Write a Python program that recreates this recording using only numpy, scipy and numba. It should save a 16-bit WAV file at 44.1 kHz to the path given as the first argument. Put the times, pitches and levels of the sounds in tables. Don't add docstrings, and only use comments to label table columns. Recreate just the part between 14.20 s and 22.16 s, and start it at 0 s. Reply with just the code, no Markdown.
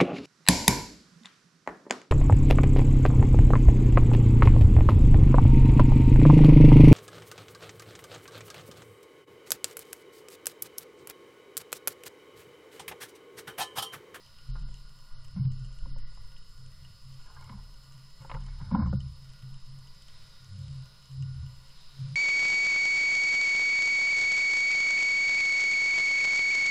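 import sys
import numpy as np
from scipy import signal
from scipy.fft import rfft, irfft
from scipy.io import wavfile
from scipy.ndimage import uniform_filter1d
from numba import njit

SR = 44100
rng = np.random.default_rng(int(sys.argv[2]) if len(sys.argv) > 2 else 0)


def output_pcm(signal):
    pcm = np.clip(np.atleast_2d(signal).T, -1, 1) * 32767
    wavfile.write(sys.argv[1], SR, np.round(pcm).astype(np.int16))


def nominal_scale(level):
    x = np.asarray(level, float) / 20
    return 10 ** x


N = 350902

# pitch_hz, t60_s, level_db
WALL_MODES = [(72.07, 0.53, 0)]
DECK_MODES = [(95.27, 0.29, 0)]
CAVITY_MODES = [(131.74, 0.32, 0)]
PANEL_MODES = [(184, 0.38, -6), (189.1, 0.17, 10.5), (209.2, 0.13, 3), (290, 0.17, -17)]
# pitch_hz, t60_s, level_db
RIM_MODES = [(267.5, 0.21, 4), (286.2, 0.36, 4), (304, 0.42, -23.5)]
# crest_s, cavity_db, walls_share_db, deck_share_db
WAVES = [(0.07, -65, -12, -4), (0.31, -47, -7, -18), (0.44, -58.5, 7.5, 0.5), (0.72, -57.5, -16, -14),
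         (0.95, -57, -3, -2.5), (1.18, -41, -2, -2.5), (1.27, -35.5, -13, -22), (1.658, -47, -5, -4.5),
         (1.99, -64, 6, 7.5), (2.37, -54, -17, -6), (2.62, -55.5, 0, -4), (2.85, -52, -14, -10),
         (3.17, -54.5, -2, -1), (3.36, -69, 17, 3), (3.68, -54, -7, -18), (4.148, -47.5, 1.5, -8),
         (4.32, -52.5, 5, -19), (4.43, -52, 9, 5.5), (4.62, -36.5, 8, 0.5), (4.738, -38.5, 5, -30),
         (5.03, -53, -22, -26), (5.249, -47, -22, -35), (5.48, -49.5, -18, -11.5), (5.95, -64.5, -8, 4.5),
         (6.2, -57, -12, -18), (6.32, -54.5, -5, 10), (6.479, -41.5, 2, -30), (7.01, -34.5, -13, -11),
         (7.12, -42, -11, -8.5), (7.21, -60, 19.5, -3), (7.82, -34.5, -24, -30)]
# start_s, cavity_peak_db, panels_db, rim_db
SLAPS = [(0.279, -34, -51.5, -74), (0.418, -45.5, -55.5, -61), (1.161, -31.5, -43.5, -78),
         (1.185, -39, -40.5, -68), (1.659, -54, -54, -57), (1.767, -53, -59.5, -64), (3.298, -43, -53, -66),
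         (3.345, -49, -74, -74), (3.996, -39.5, -59, -65), (4.146, -49, -50, -66), (4.409, -46, -50, -65),
         (4.518, -45, -37, -45), (4.531, -39, -31.5, -32.5), (4.594, -39, -31.5, -38),
         (4.724, -30, -44, -56), (5.224, -41.5, -58, -83), (6.3, -60, -70, -86), (6.889, -50, -67, -80),
         (7.782, -34, -64, -83)]
# time_s, level_db
SWAY_LEVEL = [(0.0, -63), (0.44, -33), (0.73, -45.5), (0.95, -40.5), (1.2, -51), (1.24, -37.5), (1.37, -31),
              (1.42, -60), (1.48, -45.5), (1.79, -29.5), (1.93, -44.5), (4.76, -56), (5.49, -41.5),
              (6.62, -61.5), (7.62, -47), (7.95, -57)]
# pitch_hz, t60_s, level_db
SWAY_MODES = [(7, 0.6, 1.5), (12, 0.63, -10), (18, 0.48, -2)]
# crest_s, level_db, fall_db_per_s
HEAVES = [(0.32, -33.5, 56), (1.2, -44, 46), (1.44, -41, 23), (1.64, -36.5, 76), (2.1, -50, 12),
          (3.39, -45, 52), (4.17, -39.5, 19), (4.68, -46, 71), (5.88, -49, 36), (6.55, -51, 71),
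          (7.15, -51, 43), (7.86, -48.5, 56)]
# pitch_hz, t60_s, level_db
HEAVE_MODES = [(35.24, 0.67, 0)]
# start_s, peak_db
JOLTS = [
    (0.293, -30),
    (1.619, -24.5),
    (4.129, -29.5),
]
# start_s, peak_db,
# pitch_hz, swell_s
THUMPS = [(1.158, -27.5, 188, 0.021), (1.175, -24, 162.6, 0.013), (1.195, -22.5, 131, 0.017),
          (1.242, -21.5, 134.7, 0.021), (3.164, -53.5, 1610, 0.0067), (3.188, -61, 2150, 0.0071),
          (3.222, -61, 2230, 0.0051), (3.063, -61, 1660, .006), (3.299, -43, 204, 0.0064),
          (3.325, -44.5, 204, 0.023), (4.027, -43, 135, 0.02), (4.135, -34.5, 141, 0.014),
          (4.2, -39, 35, 0.2), (4.408, -39, 152, 0.0091), (4.506, -27, 222.6, 0.039),
          (4.53, -20.5, 193.7, 0.013), (4.548, -24.5, 195, 0.0077), (4.54, -41, 280, 0.023),
          (4.55, -37, 1390, 0.0028), (4.553, -35, 772, 0.0045), (4.726, -50, 1440, 0.006),
          (4.016, -58, 1070, .002), (4.023, -56, 1090, .003), (4.079, -56, 1000, 0.0026),
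          (4.0965, -37, 1160, 0.00095), (4.105, -45, 1000, 0.0023), (3.22, -58, 960, 0.0037),
          (3.254, -56, 1020, .005), (3.34, -59, 980, .008), (3.376, -62, 930, .005),
          (4.14, -48, 1900, 0.0028), (1.179, -28.5, 172, 0.01), (4.582, -19.5, 210.5, 0.014),
          (4.58, -44.5, 291, 0.021), (4.6, -35, 100.8, 0.031), (4.61, -32, 69.1, 0.083),
          (4.655, -36.5, 96.7, 0.02), (4.665, -29, 176.6, 0.013), (4.722, -28.5, 196, 0.018),
          (4.722, -42.5, 311, 0.011), (4.735, -34, 127.8, 0.023), (4.731, -30.5, 71.9, 0.056),
          (6.3, -54, 196, 0.054), (6.369, -37.5, 137.5, 0.032), (6.889, -40, 137.3, 0.034),
          (7.22, -38, 135.5, 0.016)]
# start_s, peak_db, lower_modes_db, upper_modes_db
KNOCKS = [(0.352, -46, -16, -30), (0.486, -51, -5, -10), (1.161, -47, -6, -16), (1.184, -55, -19, -24),
          (1.251, -56, -19, 3), (1.633, -51.5, -21, -17), (1.657, -50.5, 2.5, -30), (1.761, -45, -5, -33),
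          (1.921, -49, -18, -20), (1.973, -48, -31, -15), (3.165, -52, -24, -9), (3.277, -50, -19, -8),
          (3.295, -43.5, -6, -3.5), (4.017, -55, 8.5, -10), (4.047, -42, -2, -16), (4.097, -33, -18, -8),
          (4.114, -30.5, -9, -9.5), (4.146, -34.5, -7, -8), (4.167, -37, -14.5, -26), (4.284, -52, -23, -3),
          (4.412, -49, -8, -4), (4.513, -34, -2.5, -17), (4.549, -29, -1, -19.5), (4.576, -40, -0.5, -34),
          (4.597, -35.5, -7, -30.5), (4.62, -38.5, -9, -16), (4.66, -36.5, -9.5, -22.5),
          (4.728, -33, 5, -42)]
# pitch_hz, t60_s, level_db
CASE_LOW = [(350, 0.19, -27), (535, 0.071, -3.5), (615, 0.05, -32.5)]
CASE_MID = [(885, 0.15, -13), (1024, 0.032, 2.5), (1240, 0.062, -9.5), (1403, 0.024, 1)]
CASE_HIGH = [(1760, 0.063, -13), (2193, 0.018, 0), (2890, 0.083, -13), (4070, 0.0066, 22)]
# start_s, level_db, hold_s, upper_modes_share_db
RUBS = [(0.358, -56.5, .01, -24), (1.18, -59, .01, -15), (2.991, -66, .08, -18), (3.087, -57, 0.069, -30),
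        (3.17, -64, 0.025, -8), (3.22, -65, 0.082, -7), (3.29, -56.5, 0.03, -24), (3.328, -62, 0.043, -12),
        (4.022, -56.5, 0.016, -14), (4.1, -60, 0.023, -4), (4.21, -60.5, 0.094, -10),
        (4.404, -54, 0.016, -15.5), (4.442, -62, 0.071, -14), (4.533, -52, .02, -22),
        (4.537, -42, 0.013, -30), (4.594, -47, 0.017, -16.5), (4.724, -69, .01, -21)]
# start_s, peak_db, pitch_hz
LID_SLIPS = [(0.3548, -43, 1025), (1.6564, -44, 990), (1.7612, -45.5, 963), (1.9747, -55, 1040),
             (3.095, -53, 1090), (3.1007, -48, 1050), (3.1073, -56, 1020.0), (3.1143, -52, 920),
             (3.1624, -47, 1150), (3.1681, -49, 1130), (3.1736, -48, 1050.0), (3.1823, -46, 1050),
             (3.2441, -51, 1090), (3.2755, -49, 1190.0), (3.2934, -42, 1210.0), (3.2992, -50, 980.0),
             (3.3086, -56, 1100.0), (3.3216, -49, 990.0), (3.3286, -44.5, 1030.0), (4.0478, -37.5, 910.0),
             (4.1009, -40, 1140), (4.1131, -46, 1110.0), (4.1188, -42, 1160), (4.124, -50, 1020.0),
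             (4.1395, -39, 1170), (4.1458, -42, 1150), (4.154, -38, 960), (4.1649, -37, 950.0),
             (4.1738, -41, 960), (4.4024, -46, 940), (4.409, -48, 1020), (4.4175, -56, 1060),
             (4.513, -30, 986), (4.5247, -45, 1020.0), (4.5324, -42, 1015), (4.5395, -38, 970.0),
             (4.5479, -19, 977), (4.5548, -34, 900.0), (4.5692, -47, 980.0), (4.5759, -33, 970),
             (4.5827, -37.5, 960.0), (4.5917, -37, 1000.0), (4.5989, -33, 1010), (4.6047, -41, 1070.0),
             (4.6109, -47, 1000), (4.6186, -38, 1010.0), (4.6302, -40, 1080), (4.6593, -38, 1140),
             (4.6671, -45, 1020.0), (4.6785, -53, 1070.0), (4.7286, -44, 1250)]
# start_s, peak_db
TAPS = [(3.101, -58), (3.15, -46), (3.185, -52), (3.222, -55), (3.244, -52), (3.329, -44), (4.022, -50),
        (4.08, -62), (4.123, -46), (4.384, -47), (4.525, -31), (4.538, -43), (4.557, -30), (4.635, -39),
        (4.788, -44)]
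# start_s, peak_db, top_modes_db
DROPS = [(0.0623, -52, 0.5), (0.186, -48, -2), (0.542, -48.5, 0), (0.571, -55.5, 1.5), (1.046, -51, -1),
         (1.082, -54.5, 2), (1.5878, -53.5, 4), (2.1182, -55, -2), (2.164, -50.5, -23), (2.223, -51, -16),
         (2.6475, -47.5, -1.5), (3.211, -55, 3.5), (3.243, -52, 3), (3.7223, -57.5, 6), (4.1011, -50, -23),
         (4.143, -63, -19), (4.22, -49, -22), (4.2645, -49.5, 1), (4.554, -57, -6), (4.804, -45.5, -6),
         (5.092, -55, -5.5), (5.2235, -49, -2.5), (5.343, -53, 2.5), (5.6722, -56.5, 1), (5.8828, -44, -4),
         (6.2448, -51.5, 2), (7.024, -46.5, -3), (7.2638, -49, -10), (7.463, -53, 0), (7.5026, -55.5, -12)]
# start_s, peak_db
SMALL_TICKS = [(0.3451, -63), (0.5124, -58), (1.3043, -57), (1.4476, -57), (2.005, -68), (2.0482, -61),
               (2.2483, -63), (2.4019, -59), (2.4618, -54), (2.7876, -61), (2.9417, -58), (3.0021, -61),
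               (3.0619, -60), (3.1472, -56), (3.5423, -56), (3.8482, -63), (4.0218, -54), (4.2068, -59),
               (4.3879, -61), (5.1018, -55), (5.462, -57), (5.8217, -52), (6.3909, -54.5), (6.4817, -53),
               (6.5475, -59), (6.782, -59), (7.202, -60), (0.4219, -57), (0.7881, -55), (0.9243, -63),
               (5.5887, -54), (6.3614, -59), (6.5111, -58), (6.6574, -49), (6.8573, -53), (7.2315, -58),
               (7.3876, -68.5)]
# pitch_hz, t60_s, level_db
DROP_MID = [(2904, 0.05, -0.5), (3042, 0.024, 3.5), (1910, 0.092, -14.5), (1380, 0.0077, -9)]
DROP_TOP = [(6460, 0.0076, -1.5), (7380, 0.0025, 8)]
# time_s, level_db
SPRAY_LEVEL = [(0.0, -70), (1.02, -77), (3.19, -72.5), (4.1, -75.5), (4.36, -70), (4.94, -70.5),
               (5.56, -70.5), (5.92, -65), (6.27, -65), (7.27, -71), (7.6, -64.5), (7.96, -62)]
# pitch_hz, density_db_per_hz
SPRAY_COLOUR = [(880, -10), (1500, -5.5), (2010, -5), (2860, -4.5), (3170, -3), (3740, -2), (4620, -5),
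                (4940, 0), (5650, -6.5), (9000, -17), (11700, -25), (19800, -120)]
# pitch_hz, width_hz, level_db
SPRAY_PEAKS = [(3763, 91, -1.5), (4065, 246, -3.5), (4370, 90, -10.5), (4850, 120, 0.5)]
# pitch_hz, density_db_per_hz
AIR_COLOUR = [(94, -7.5), (160, 10.5), (243, -39), (357, -48), (632, -39.5), (751, -26.5), (1190, -1.5),
              (1610, -34), (2310, -34), (2910, -18.5), (4600, -8), (4960, -39), (5460, -23.5), (10200, -20),
              (15300, -22.5)]
# pitch_hz, width_hz, level_db
AIR_PEAKS = [(541.7, 6.8, -4), (997, 116, -10), (1435.4, 58, -5), (1962, 146, -14), (2913, 420, -15),
             (3930, 9, -9), (4410, 22, -12.5), (4942, 67, -8.5), (5130, 61, -11), (5970, 47, -16),
             (6530, 53, -21), (7230, 440, -19.5)]
# pitch_hz, width_hz, level_db
HUM_PEAKS = [(269, 8.7, -3.5), (311, 38, -12), (419, 7.1, -1), (463, 3.1, 1), (631.6, 8.1, 2),
             (642, 4.3, -13)]
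# pitch_hz, rms_db
WHINE_TONES = [(2998, -83.5), (3978, -87), (4409, -73), (4584, -82), (4872, -74.5), (5044, -87.5),
               (5130, -66), (5335, -107), (5416, -87), (5593, -84), (6282, -88), (7434, -88), (8586, -87.5),
               (8764, -100), (9916, -81), (10088, -86.5), (10174, -82.5), (10460, -99), (10928, -88),
               (14960, -102)]
# pitch_hz, density_db_per_hz
SIDE_COLOUR = [(20, -70), (300, -61.5), (480, -37), (900, -44), (2660, -45), (4030, -43), (4900, -40.5),
               (5470, -43), (10100, -50.5), (15300, -50)]


def shell():
    crest_s, db, walls_db, deck_db = np.transpose(WAVES)
    slap_s, _, slap_db, _ = np.transpose(SLAPS)
    panel_s = np.r_[slap_s + 0.01, crest_s]
    panel_db = np.r_[slap_db - 8.5, db - 28]
    # group, times s, levels dB, calm level dB, rise dB/s, hold s, fall dB/s
    drives = [(WALL_MODES, crest_s, db + walls_db, -68, 185, 0, 118.5),
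              (DECK_MODES, crest_s, db + deck_db, -85, 246, 0.12, 106),
              (CAVITY_MODES, crest_s, db, -63.5, 239.5, 0.1133, 107.5),
              (PANEL_MODES, panel_s, panel_db, -73, 612.5, 0.09, 193.5)]
    out = 0
    for group, times, level_db, calm_db, rise, hold, fall in drives:
        gain = surges(times, level_db, rise, fall, hold, calm_db)
        out = out + ringing(gain, group, steady=0.98, chop=0.58)
    return out


def slaps():
    s, cavity_db, panel_db, rim_db = np.transpose(SLAPS)
    cavity = modes(blows(s, cavity_db - 13.5, 0.00023), [(129.7, 0.32, 8.5), (127.7, 0.39, 3.0)])
    panels = modes(blows(s, panel_db - 9.5, 0.00061), PANEL_MODES)
    rim = beside(modes(blows(s, rim_db - 4.0, 0.02), RIM_MODES), RIM_MODES)
    return dull(dull(cavity, 182), 182) + dull(dull(panels, 288), 288) + dull(rim, 299)


def rocking():
    sway = ringing(curve(SWAY_LEVEL), SWAY_MODES, steady=0.51, chop=1.66)
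    crest_s, heave_db, fall = np.transpose(HEAVES)
    heave_gain = surges(crest_s, heave_db, rise=170, fall=fall, calm_db=-66)
    heave = ringing(heave_gain, HEAVE_MODES, steady=0.21, chop=0.77)
    push = np.zeros(N)
    for s, db in JOLTS:
        push[int(s * SR)] = nominal_scale(db)
    jolts = dull(modes(push, [(30.5, 0.14, 0)]), 94)
    return sway + heave + jolts


def thumps():
    out = np.zeros(N)
    for s, db, hz, swell in THUMPS:
        t = np.arange(int(9 * swell * SR)) / SR
        shape = (t / swell * np.exp(1 - t / swell)) ** 2.0
        tone = np.sin(2 * np.pi * hz * t * (1 - 0.22 * t))
        k = int(s * SR)
        out[k:k + len(t)] += nominal_scale(db) * shape * tone
    return out


def knocks():
    s, db, low_db, high_db = np.transpose(KNOCKS)
    low = modes(blows(s, db + low_db - 0.5, 0.0055), CASE_LOW)
    mid = modes(blows(s, db - 7, 0.0018), CASE_MID)
    high = modes(blows(s, db + high_db - 4.5, 0.0031), CASE_HIGH)
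    return dull(low, 1700) + dull(mid, 1480) + dull(high, 2730)


def rubbing():
    s, db, hold, top_db = np.transpose(RUBS)
    body = unit(dull(scrape(CASE_MID) + nominal_scale(-30.5) * scrape(CASE_LOW), 2050))
    top = unit(dull(scrape([(1670, 0.0093, 0.0098), (2180, 0.044, 0.003)]), 2700))
    rise, fall = 506, 137
    body_gain = surges(s, db - 2.5, rise, fall, hold)
    top_gain = surges(s, db + top_db - 2.0, rise, fall, hold)
    return body_gain * body + top_gain * top


def lid_slips():
    swell_s, tail_db, tail_t60_s = 0.0022, -12.5, 0.03
    out = np.zeros(N)
    t = np.arange(1500) / SR
    swell = (t / swell_s * np.exp(1 - t / swell_s)) ** 1.7
    tail = nominal_scale(tail_db) * np.minimum(t / swell_s, 1) * nominal_scale(-60 * t / tail_t60_s)
    for s, db, hz in LID_SLIPS:
        k = int(s * SR)
        out[k:k + len(t)] += nominal_scale(db - 4.5) * (swell + tail) * np.sin(2 * np.pi * hz * t)
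    return out


def taps():
    s, db = np.transpose(TAPS)
    return dull(modes(blows(s, db - 19, 0.0023), CASE_MID), 1500)


def drizzle():
    s, db, top_db = np.transpose(DROPS)
    clear = modes(blows(s, db - 7.0, 0.0021), DROP_MID)
    clear = clear + modes(blows(s, db + top_db - 5.0, 0.00042), DROP_TOP)
    s, db = np.transpose(SMALL_TICKS)
    small = modes(blows(s, db - 4.0, 0.00065), DROP_TOP) + modes(blows(s, db - 9, 0.00077), DROP_MID)
    fine = (rng.random(N) < 35 / SR) * rng.standard_normal(N)
    patter = unit(modes(fine, DROP_MID) + nominal_scale(6.5) * modes(fine, DROP_TOP))
    return clear + small + nominal_scale(-77) * patter


def spray():
    level = curve(SPRAY_LEVEL)
    hiss = nominal_scale(0.5) * nominal_scale(1.0 * walk(8)) * coloured(SPRAY_COLOUR)
    return level * (hiss + nominal_scale(-6.5) * resonant(SPRAY_PEAKS))


def air():
    bed = nominal_scale(-66 + 0.5 * walk(13.0)) * coloured(AIR_COLOUR)
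    murmur = nominal_scale(-75) * dull(resonant(HUM_PEAKS), 655)
    return bed + nominal_scale(-68.5) * resonant(AIR_PEAKS) + murmur


def whine():
    out = 0
    for hz, db in WHINE_TONES:
        phase = 2 * np.pi * np.cumsum(hz + 1.35 * walk(5)) / SR
        out = out + np.sqrt(2) * nominal_scale(db + 0.31 * walk(3.0)) * np.sin(phase)
    return out


def patchy(x):
    hz, _, z = signal.stft(x, SR, nperseg=2048)
    band = (np.log2(hz + 300) * 6).astype(int)
    luck = rng.standard_normal((band.max() + 1, z.shape[1]))
    brief = uniform_filter1d(luck, size=3)
    lasting = uniform_filter1d(luck, size=41) * 2
    shared = uniform_filter1d(luck[:1], size=5)
    luck = unit(brief + lasting + shared)
    rarity = 0.4 + 1.0 * ((hz < 3200) | (hz > 11000))
    gain = nominal_scale(-40) + (luck[band] > rarity[:, None])
    return signal.istft(z * gain, SR, nperseg=2048)[1][:N]


def silence_faint(x):
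    size = 2048
    window = np.sin(np.pi * (np.arange(size) + 0.5) / size)
    hz, _, z = signal.stft(np.pad(x, [(0, 0), (0, size)], "reflect"), SR, window, size, noverlap=size // 2)
    power = 2 * np.abs(z[0]) ** 2
    edges = np.unique(np.searchsorted(hz, 600 * 2 ** np.arange(0, 4.8, 1 / 10)))
    bins = np.diff(edges, append=len(hz))
    density = np.add.reduceat(power, edges) / bins[:, None] / hz[1]
    density_db = 10 * np.log10(density + 1e-30)
    weight = np.minimum(0.68 + hz / 120, 1)
    loud_db = 10 * np.log10(uniform_filter1d(weight @ power, size=2))
    floor_db = -117.5 + 0.68 * (loud_db + 45.5) + 1.9 * rng.standard_normal(len(loud_db))
    tilt_db = 0.73 * np.log2(12000 / hz[edges])[:, None]
    floor_db = floor_db + tilt_db + 0.44 * rng.standard_normal(density_db.shape)
    gain = np.clip((density_db - floor_db) / 0.69, 0, 1)
    z[:, edges[0]:] *= np.repeat(gain, bins, axis=0)
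    return signal.istft(z, SR, window, size, noverlap=size // 2)[1][:, :N]


@njit
def ring(x, pole, steady):
    y, z = np.empty(len(x)), 0j
    for i in range(len(x)):
        z = z * pole + x[i]
        y[i] = z.imag / (abs(z) + 1e-9) ** steady
    return y


def modes(x, table, steady=0.):
    out = 0
    for hz, t60, db in table:
        pole = np.exp(2j * np.pi * hz / SR - np.log(1000) / (t60 * SR))
        out = out + nominal_scale(db) * ring(x + 1e-18, pole, steady)
    return out


def ringing(gain, group, steady, chop):
    slosh = unit(modes(modes(rng.standard_normal(N), group), group, steady))
    rough = unit(modes(rng.standard_normal(N), group, steady))
    return gain * unit(beside(slosh + chop * rough, group))


def beside(x, group):
    band = [0.755 * group[0][0], 1.211 * group[-1][0]]
    return signal.sosfilt(signal.butter(3, band, "bandpass", fs=SR, output="sos"), x)


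def surges(times, db, rise, fall, hold=0, calm_db=-150):
    grid = np.arange(0, N, 32)
    t = grid[:, None] / SR - times
    shape_db = db + np.minimum(t, 0) * rise - np.maximum(t - hold, 0) * fall
    power = np.sum(nominal_scale(shape_db) ** 2, axis=1) + nominal_scale(calm_db) ** 2
    return np.interp(np.arange(N), grid, np.sqrt(power))


def blows(times, db, push_s):
    size = 512
    x = np.zeros(N + size)
    n = np.arange(size)
    rough = rng.standard_normal((len(times), size)) * np.exp(-n / (push_s * SR)) * n ** 0.32
    rough /= np.sqrt(np.sum(rough ** 2, axis=1, keepdims=True))
    for s, gain, push in zip(times, nominal_scale(db), rough):
        k = int(s * SR)
        x[k:k + size] += gain * push
    return x[:N]


def scrape(table):
    slips = (rng.random(N) < 2500 / SR) * rng.standard_normal(N) * nominal_scale(2.0 * walk(60))
    return sum(modes(slips * nominal_scale(3.5 * walk(45)), [mode]) for mode in table)


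def resonant(table):
    out = 0
    for hz, width, db in table:
        mode = unit(modes(rng.standard_normal(N), [(hz, 3.0 / width, 0)]))
        out = out + nominal_scale(db + 10 * np.log10(width / 50) + 2.0 * walk(8)) * mode
    return out


def coloured(table):
    hz, db = np.transpose(table)
    log_hz = np.log(np.arange(N // 2 + 1) * SR / N + 1e-3)
    tilt = nominal_scale(np.interp(log_hz, np.log(hz), db))
    return unit(irfft(rfft(rng.standard_normal(N)) * tilt, N))


def walk(rate):
    k = int(SR / rate)
    held = np.repeat(rng.standard_normal(N // k + 1), k)
    return 1.533 * uniform_filter1d(uniform_filter1d(held, k), k)[:N]


def curve(table):
    s, db = np.transpose(table)
    return nominal_scale(np.interp(np.arange(N) / SR, s, db))


def dull(x, hz):
    return signal.sosfilt(signal.butter(6, hz, fs=SR, output="sos"), x)


def unit(x):
    return x / np.sqrt(np.mean(x ** 2))


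def scene():
    water = shell() + slaps() + rocking() + thumps()
    handling = knocks() + rubbing() + lid_slips() + taps()
    background = drizzle() + spray() + air() + whine()
    mono = water + handling + background
    fade = np.minimum(np.arange(N)[::-1] / SR / 0.008, 1)
    return np.array([mono, mono]) * fade


def roll_off(x):
    return signal.sosfilt(signal.butter(12, 15230, fs=SR, output="sos"), x)


def record(dry):
    opposite = np.array([[1], [-1]])
    side = nominal_scale(-76 + 2.0) * patchy(coloured(SIDE_COLOUR)) * opposite
    mix = silence_faint(dry + side) - 0.001 + 0.0003 * opposite
    return roll_off(mix)


dry = scene()
out = record(dry)
output_pcm(out)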